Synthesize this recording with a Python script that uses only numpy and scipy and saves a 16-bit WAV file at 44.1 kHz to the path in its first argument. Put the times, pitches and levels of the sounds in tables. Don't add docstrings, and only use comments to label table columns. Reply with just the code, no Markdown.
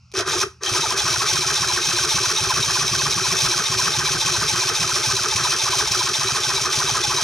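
import sys
import numpy as np
from scipy import signal
from scipy.fft import rfft, irfft, next_fast_len
from scipy.io import wavfile
from scipy.ndimage import uniform_filter1d

SR = 44100
rng = np.random.default_rng(int(sys.argv[2]) if len(sys.argv) > 2 else 0)


def pcm_store(signal):
    levels = np.round(np.clip(np.atleast_2d(signal), -1, 1) * 32767)
    wavfile.write(sys.argv[1], SR, levels.astype(np.int16).T)


N = 318843
TIME = np.arange(N) / SR
NORMAL_PACE = 7.3

# frequency in Hz, level in dB.
IMPACT_SPECTRUM = [(100, -20), (380, -5), (700, -8.5), (1100, -4), (1600, -14.5), (2300, 0), (3800, -1),
                   (6000, 0), (10000, -0.5), (15000, -1)]


def undb(db):
    return 10 ** (np.asarray(db) / 20)


def unit(x):
    return x / np.sqrt(np.mean(x ** 2))


def add(out, start_s, x):
    i = max(int(start_s * SR), 0)
    out[i:i + len(x)] += x[:max(N - i, 0)]


def chance(size):
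    return 2 * rng.random(size) - 1


def wander(rate_hz):
    return unit(np.interp(TIME * rate_hz, np.arange(N), chance(N)))


def bell(x, rise, fall):
    return np.exp(-np.square(x / np.where(x < 0, rise, fall)))


def colour(x, points):
    hz, db = np.transpose(points)
    size = 2 * next_fast_len(N)
    f = np.maximum(np.fft.rfftfreq(size, 1 / SR), 1)
    gain = undb(np.interp(np.log(f), np.log(hz), db))
    return irfft(rfft(x, size) * gain)[:N]


def resonate(x, hz, width_hz):
    b, a = signal.iirpeak(hz, hz / width_hz, fs=SR)
    return signal.lfilter(b, a, signal.lfilter(b, a, x))


def block_ring(size=4096):
    # frequency in Hz, width in Hz, level in dB.
    modes = [(377, 34, -1.5), (442, 164, -11), (640, 153, -4.5), (848, 63, -5), (1014, 48, -7.5),
             (1196, 236, -5.5), (1574, 175, -7), (1862, 204, -6.5), (2412, 440, -6.5), (2589, 62, -3),
             (3175, 234, -4.5), (3490, 64, -3.5), (3922, 420, -3.5), (4337, 58, -3.5), (4570, 590, -8.5),
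             (4873, 210, -3.5), (5394, 460, -0.76), (5620, 79, 3), (6010, 172, 1.54), (6352, 203, -1.5),
             (6895, 500, -9), (7610, 190, -12.5), (8300, 1050, -18.5), (9086, 760, -12),
             (10060, 570, -19.5), (11400, 2160, -24), (14200, 1500, -49)]
    f = np.fft.rfftfreq(size, 1 / SR)
    power = sum(undb(db) ** 2 / (1 + 2 * ((f - hz) / width) ** 2) ** 2 for hz, width, db in modes)
    cepstrum = irfft(np.log(power) / 2)
    fold = 1 + np.sign(size / 2 - np.arange(size))
    fold[0] = 1
    return irfft(np.exp(rfft(cepstrum * fold)))


def through_block(force):
    return signal.fftconvolve(force, block_ring())[:N]


def crank_times(turns, point):
    return TIME[1:][np.diff((turns - point) // 2) > 0]


def reflections(t60_s, gap_s):
    t = np.arange(SR // 2) / SR
    tail = rng.standard_normal(len(t)) * np.exp(-np.log(1000) * t / t60_s) * (t > gap_s)
    return tail / np.linalg.norm(tail)


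def workshop(x, room_db=-14, noise_db=-54, hum_hz=122, hum_db=-52):
    # frequency in Hz, relative level in dB.
    noise_spectrum = [(18, -47), (30, -16), (86, 10.5), (123, -23.5), (172, 0), (373, -38), (1380, -18),
                      (1700, -42), (2630, -17.5), (3320, -35), (5410, -17), (7950, -40), (14000, -62)]
    # frequency in Hz, level in dB.
    spread = [(60, -28), (200, -19), (380, -17), (700, -9), (1300, -16.5), (2500, -4.5), (4400, -9.5),
              (6200, -18.5), (8500, -3.5), (14000, -2.5)]
    mid = x + undb(room_db) * signal.fftconvolve(x, reflections(t60_s=0.25, gap_s=0.00504))[:N]
    mid += undb(noise_db) * unit(colour(rng.standard_normal(N), noise_spectrum))
    mid += undb(hum_db) * np.sin(2 * np.pi * hum_hz * TIME)
    scattered = signal.fftconvolve(mid, reflections(t60_s=0.13, gap_s=.001))[:N]
    side = colour(scattered, spread) + .3 * np.gradient(mid)
    return np.array([mid + side, mid - side])


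def ticks(turns, valve_db=-24, uneven_db=4, click_db=-2, chatter_s=.0012, chatter=0.14):
    # start in seconds, relative level in dB.
    clicks = [(0.117, -22), (.123, -20), (0.14, -10), (0.6346, 1), (1.5046, -2), (2.6225, 0), (3.785, -11),
              (4.5596, 4), (4.6088, -9), (5.9551, -6), (5.9736, 2), (6.2748, -9), (6.9238, -4)]
    t = np.arange(SR // 50) / SR
    closings = np.r_[crank_times(turns, .055), crank_times(turns, 1.025)]
    snaps = [(at, valve_db + uneven_db * draw) for at, draw in zip(closings, chance(64))]
    force = np.zeros(N)
    for at, db in [(at, db + click_db) for at, db in clicks] + snaps:
        blow = (t == 0) / 2 + chatter * chance(len(t)) * np.exp(-t / chatter_s)
        add(force, at, undb(db) * blow)
    return through_block(colour(force, IMPACT_SPECTRUM)) / np.abs(block_ring()).max()


def knock(hz, rise_s, glide=0.):
    t = np.arange(SR // 4) / SR
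    swell = ((t / rise_s) * np.exp(1 - t / rise_s)) ** 2
    return swell * np.sin(2 * np.pi * (hz * t * (1 + glide * t / 2) + rng.random()))


def strokes(turns, drive_db, board_db=-36, case_db=-37, rumble_db=-5, rise_s=0.012):
    # phase in turns, active from and until in seconds,
    # thump pitch in Hz and relative level in dB, case pitch in Hz and relative level in dB.
    pumping = [(.04, 2.5, 5.6, 125.3, 2.5, 366.6, 0.5), (.15, 0, 7.3, 119.3, 6, 374.4, 8),
               (.3, 0.24, 7.3, 109, -4, 356.5, 2.5), (.66, 0, 7.3, 118.4, 7.5, 380, 2.5),
               (.93, 2.5, 4.5, 150, 8, 366.6, 0), (.95, 0, 7.3, 200, -5.5, 367, 5.5),
               (1.082, 0, 7.3, 120, 0.5, 437, 6), (1.14, 2.5, 3.2, 125, 11, 370, -1),
               (1.19, 0.5, 7.3, 125, 1.5, 367, 4), (1.71, 0.26, 7.3, 113, 9, 375, -1),
               (1.8, 0.8, 4.9, 154.3, 6, 364, 1)]
    # start in seconds, relative level in dB.
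    jolts = [(0.173, 18), (.205, 15.5), (.27, 14), (.352, 15), (.432, 14), (0.461, 10), (0.941, 12)]
    board, case = np.zeros(N), np.zeros(N)
    for point, start, until, thump_hz, thump_db, ring_hz, ring_db in pumping:
        for at, draws in zip(crank_times(turns, point), chance((32, 4))):
            if start < at < until:
                thump_jitter, thump_detune, ring_jitter, ring_detune = draws
                load_db = np.interp(at, TIME, drive_db)
                hz = thump_hz * np.exp(0.11 * thump_detune)
                thump = knock(hz, rise_s, glide=4) + undb(-12) * knock(2 * hz, rise_s * 0.75)
                ring = knock(ring_hz * (1 + 0.047 * ring_detune), rise_s)
                add(board, at, undb(load_db + thump_db + 3 * thump_jitter) * thump)
                add(case, at, undb(load_db + ring_db + 4.5 * ring_jitter) * ring)
    for at, db in jolts:
        add(case, at, undb(db) * knock(hz=389 * (1 + 0.074 * chance(1)), rise_s=0.0085))
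        add(board, at, undb(db - 14) * knock(hz=105, rise_s=rise_s))
    shake = uniform_filter1d(np.abs(board), SR // 10)
    rumble = unit(resonate(rng.standard_normal(N), hz=79, width_hz=100)) * shake
    return undb(board_db) * (board + undb(rumble_db) * rumble) + undb(case_db) * case


def squeal(whistle_db):
    force = rng.standard_normal(N) * undb(whistle_db)
    return unit(through_block(resonate(force, hz=3830, width_hz=520)))


def growl(speed, rough_db=2):
    force = rng.standard_normal(N) * undb(rough_db * wander(45)) * np.maximum(1 - speed, 0)
    return unit(resonate(force, hz=385, width_hz=110))


def grinding(grind_db, rough_db=3):
    force = rng.standard_normal(N) * undb(grind_db + rough_db * wander(200))
    return unit(through_block(resonate(force, hz=1350, width_hz=750)))


def clatter(mesh_hz, clatter_db, speed, hits_per_tooth=4, rub=0.91, patchy_db=2.04, surge_db=0.93):
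    hits = (rng.random(N) < hits_per_tooth * mesh_hz / SR) * chance(N)
    force = unit(hits) + rub * rng.standard_normal(N)
    force *= undb(clatter_db + patchy_db * wander(300) + surge_db * wander(60))
    hardness = np.minimum(speed, 1)
    force = hardness * force + (1 - hardness) * uniform_filter1d(force, size=3)
    return unit(through_block(colour(force, IMPACT_SPECTRUM)))


def whine(mesh_hz, whine_db, octave_db, whistle_db, speed, flutter=0.00982, rough_db=2.5):
    # multiple of the mesh rate, relative level in dB.
    free_tones = [(2.3, -9), (3.92, -4), (4.08, -14.5)]

    def tone(multiple, db, shake):
        hz = multiple * mesh_hz * (1 + shake * wander(350))
        return undb(db + rough_db * wander(220)) * np.sin(2 * np.pi * np.cumsum(hz) / SR)

    unsteady = flutter + .25 * np.maximum(1 - speed, 0)
    mesh = tone(0.98, whine_db, unsteady) + tone(2, octave_db, unsteady)
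    whistle = sum(tone(multiple, whistle_db + db, shake=0.01488) for multiple, db in free_tones)
    return unit(through_block(mesh + whistle))


def compressions(turns):
    # beginning, top and release in turns; mesh rate at normal speed before and
    # at the top in Hz; relative levels of whine, octave, grinding, clatter change and whistle in dB.
    cylinders = [(.47, .68, .88, 1034, 654.6, 11, 9.5, -8.5, 0, 9),
                 (.92, 1.1, 1.4, 1142, 640, 8, 10, 2, -4, -8),
                 (1.54, 1.74, 1.88, 926, 760.1, 6, 1.5, -10.5, 1, 11),
                 (1.92, 2.125, 2.33, 1121, 629.3, 8, 10.5, 0.5, -2, -8)]
    begin, top, free, fast_hz, slow_hz, *levels = np.transpose(cylinders)
    whine_db, octave_db, grind_db, dip_db, whistle_db = levels
    cycle = np.linspace(0, 2, 400, endpoint=False)

    def humps(peak, rise, fall):
        offset = (cycle[:, None] - begin - peak * (top - begin) + 1) % 2 - 1
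        return bell(offset, rise, fall)

    def swell(db, peak, rise, fall, floor_db):
        return 20 * np.log10(humps(peak, rise, fall) @ undb(db) + undb(floor_db))

    corners = np.sort(np.r_[np.c_[begin, top, free].ravel(), begin[0] + 2])
    corner_hz = np.r_[np.c_[fast_hz, slow_hz, np.roll(fast_hz, -1)].ravel(), fast_hz[0]]
    index = np.arange(len(corners))
    leg = np.interp((cycle - begin[0]) % 2 + begin[0], corners, index)
    eased = leg // 1 + np.sin(np.pi / 2 * (leg % 1)) ** 2
    controls = (np.interp(eased, index, corner_hz),
                swell(whine_db, peak=.1, rise=.065, fall=.095, floor_db=-26),
                swell(octave_db, peak=.7, rise=.05, fall=.075, floor_db=-24),
                swell(grind_db, peak=.67, rise=.16, fall=.52, floor_db=-26),
                humps(peak=1.47, rise=.07, fall=.07) @ dip_db,
                swell(whistle_db, peak=-.33, rise=.07, fall=.095, floor_db=-17))
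    return [np.interp(turns, cycle, control, period=2) for control in controls]


def crank_angle(speed, cycle_start_s=.761):
    turns = np.cumsum(NORMAL_PACE * speed ** 2) / SR
    return turns - np.interp(cycle_start_s, TIME, turns)


def starter(kick=.5, bite_s=.015, coast_s=.04, fade_s=0.049, fade_db=-67):
    # on, off and spin-up time in seconds, relative top speed,
    # relative level at first contact in dB.
    presses = [(.138, .437, .14, 1.15, -16), (.607, 7.5, .022, 1, -37)]
    # centre and half length in seconds, share of speed lost, change in dB.
    stumbles = [(0.241, .024, .38, -19), (.368, 0.01303, .15, -1.5), (0.958, .015, 0.01984, -2.5),
                (5.576, .02, .01, -2.5), (6.689, .018, .13, -3.5)]
    # time in seconds, crank turns per second.
    pace = [(0.7, 5.823), (1.15, 6.952), (1.6, 7.332), (2.4, 7.523), (2.6, 7.95), (3.1, 8.28), (3.3, 7.333),
            (4.1, 7.229), (4.45, 7.369), (5.5, 7.074), (5.85, 7.372), (6.4, 6.903), (6.7, 6.732),
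            (7.23, 6.565)]
    speed, gain = np.zeros(N), np.full(N, 1e-6)
    for on, off, spin_up_s, top, contact_db in presses:
        held, freed = np.maximum(TIME - on, 0), np.maximum(TIME - off, 0)
        spin_up = 1 - (1 - kick) * np.exp(-held / spin_up_s)
        speed += (TIME > on) * top * spin_up * np.exp(-freed / coast_s)
        level_db = contact_db * np.exp(-held / bite_s) + fade_db * (1 - np.exp(-freed / fade_s))
        gain += (TIME > on) * undb(level_db)
    drive_db = 20 * np.log10(gain)
    for at, half_s, lost, db in stumbles:
        dip = bell(TIME - at, half_s, half_s)
        speed *= 1 - lost * dip
        drive_db += db * dip
    speed *= np.sqrt(np.interp(TIME, *np.transpose(pace)) / NORMAL_PACE)
    return speed, drive_db


def scene(uneven_db=1.5, uneven_hz=30.62):
    speed, drive_db = starter()
    turns = crank_angle(speed)
    mesh_hz, whine_db, octave_db, grind_db, clatter_db, whistle_db = compressions(turns)
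    speed = np.maximum(speed, .3)
    mesh_hz *= speed
    whine_db += uneven_db * wander(uneven_hz)
    octave_db += uneven_db * wander(uneven_hz)
    gears = undb(-30) * whine(mesh_hz, whine_db, octave_db, whistle_db, speed) * speed
    gears += undb(-33.5) * growl(speed)
    gears += undb(-31.5) * grinding(grind_db) / speed ** 2.2
    gears += undb(-22) * clatter(mesh_hz, clatter_db, speed) * speed ** 0.37
    gears += undb(-40) * squeal(whistle_db)
    return workshop(gears * undb(drive_db) + strokes(turns, drive_db) + ticks(turns))


def record(dry, ceiling=0.32, top_hz=15600):
    rounded = dry / (1 + (dry / ceiling) ** 4) ** (1 / 4)
    return signal.sosfilt(signal.ellip(10, .2, 80, top_hz, fs=SR, output="sos"), rounded)


dry = scene()
out = record(dry)
pcm_store(out)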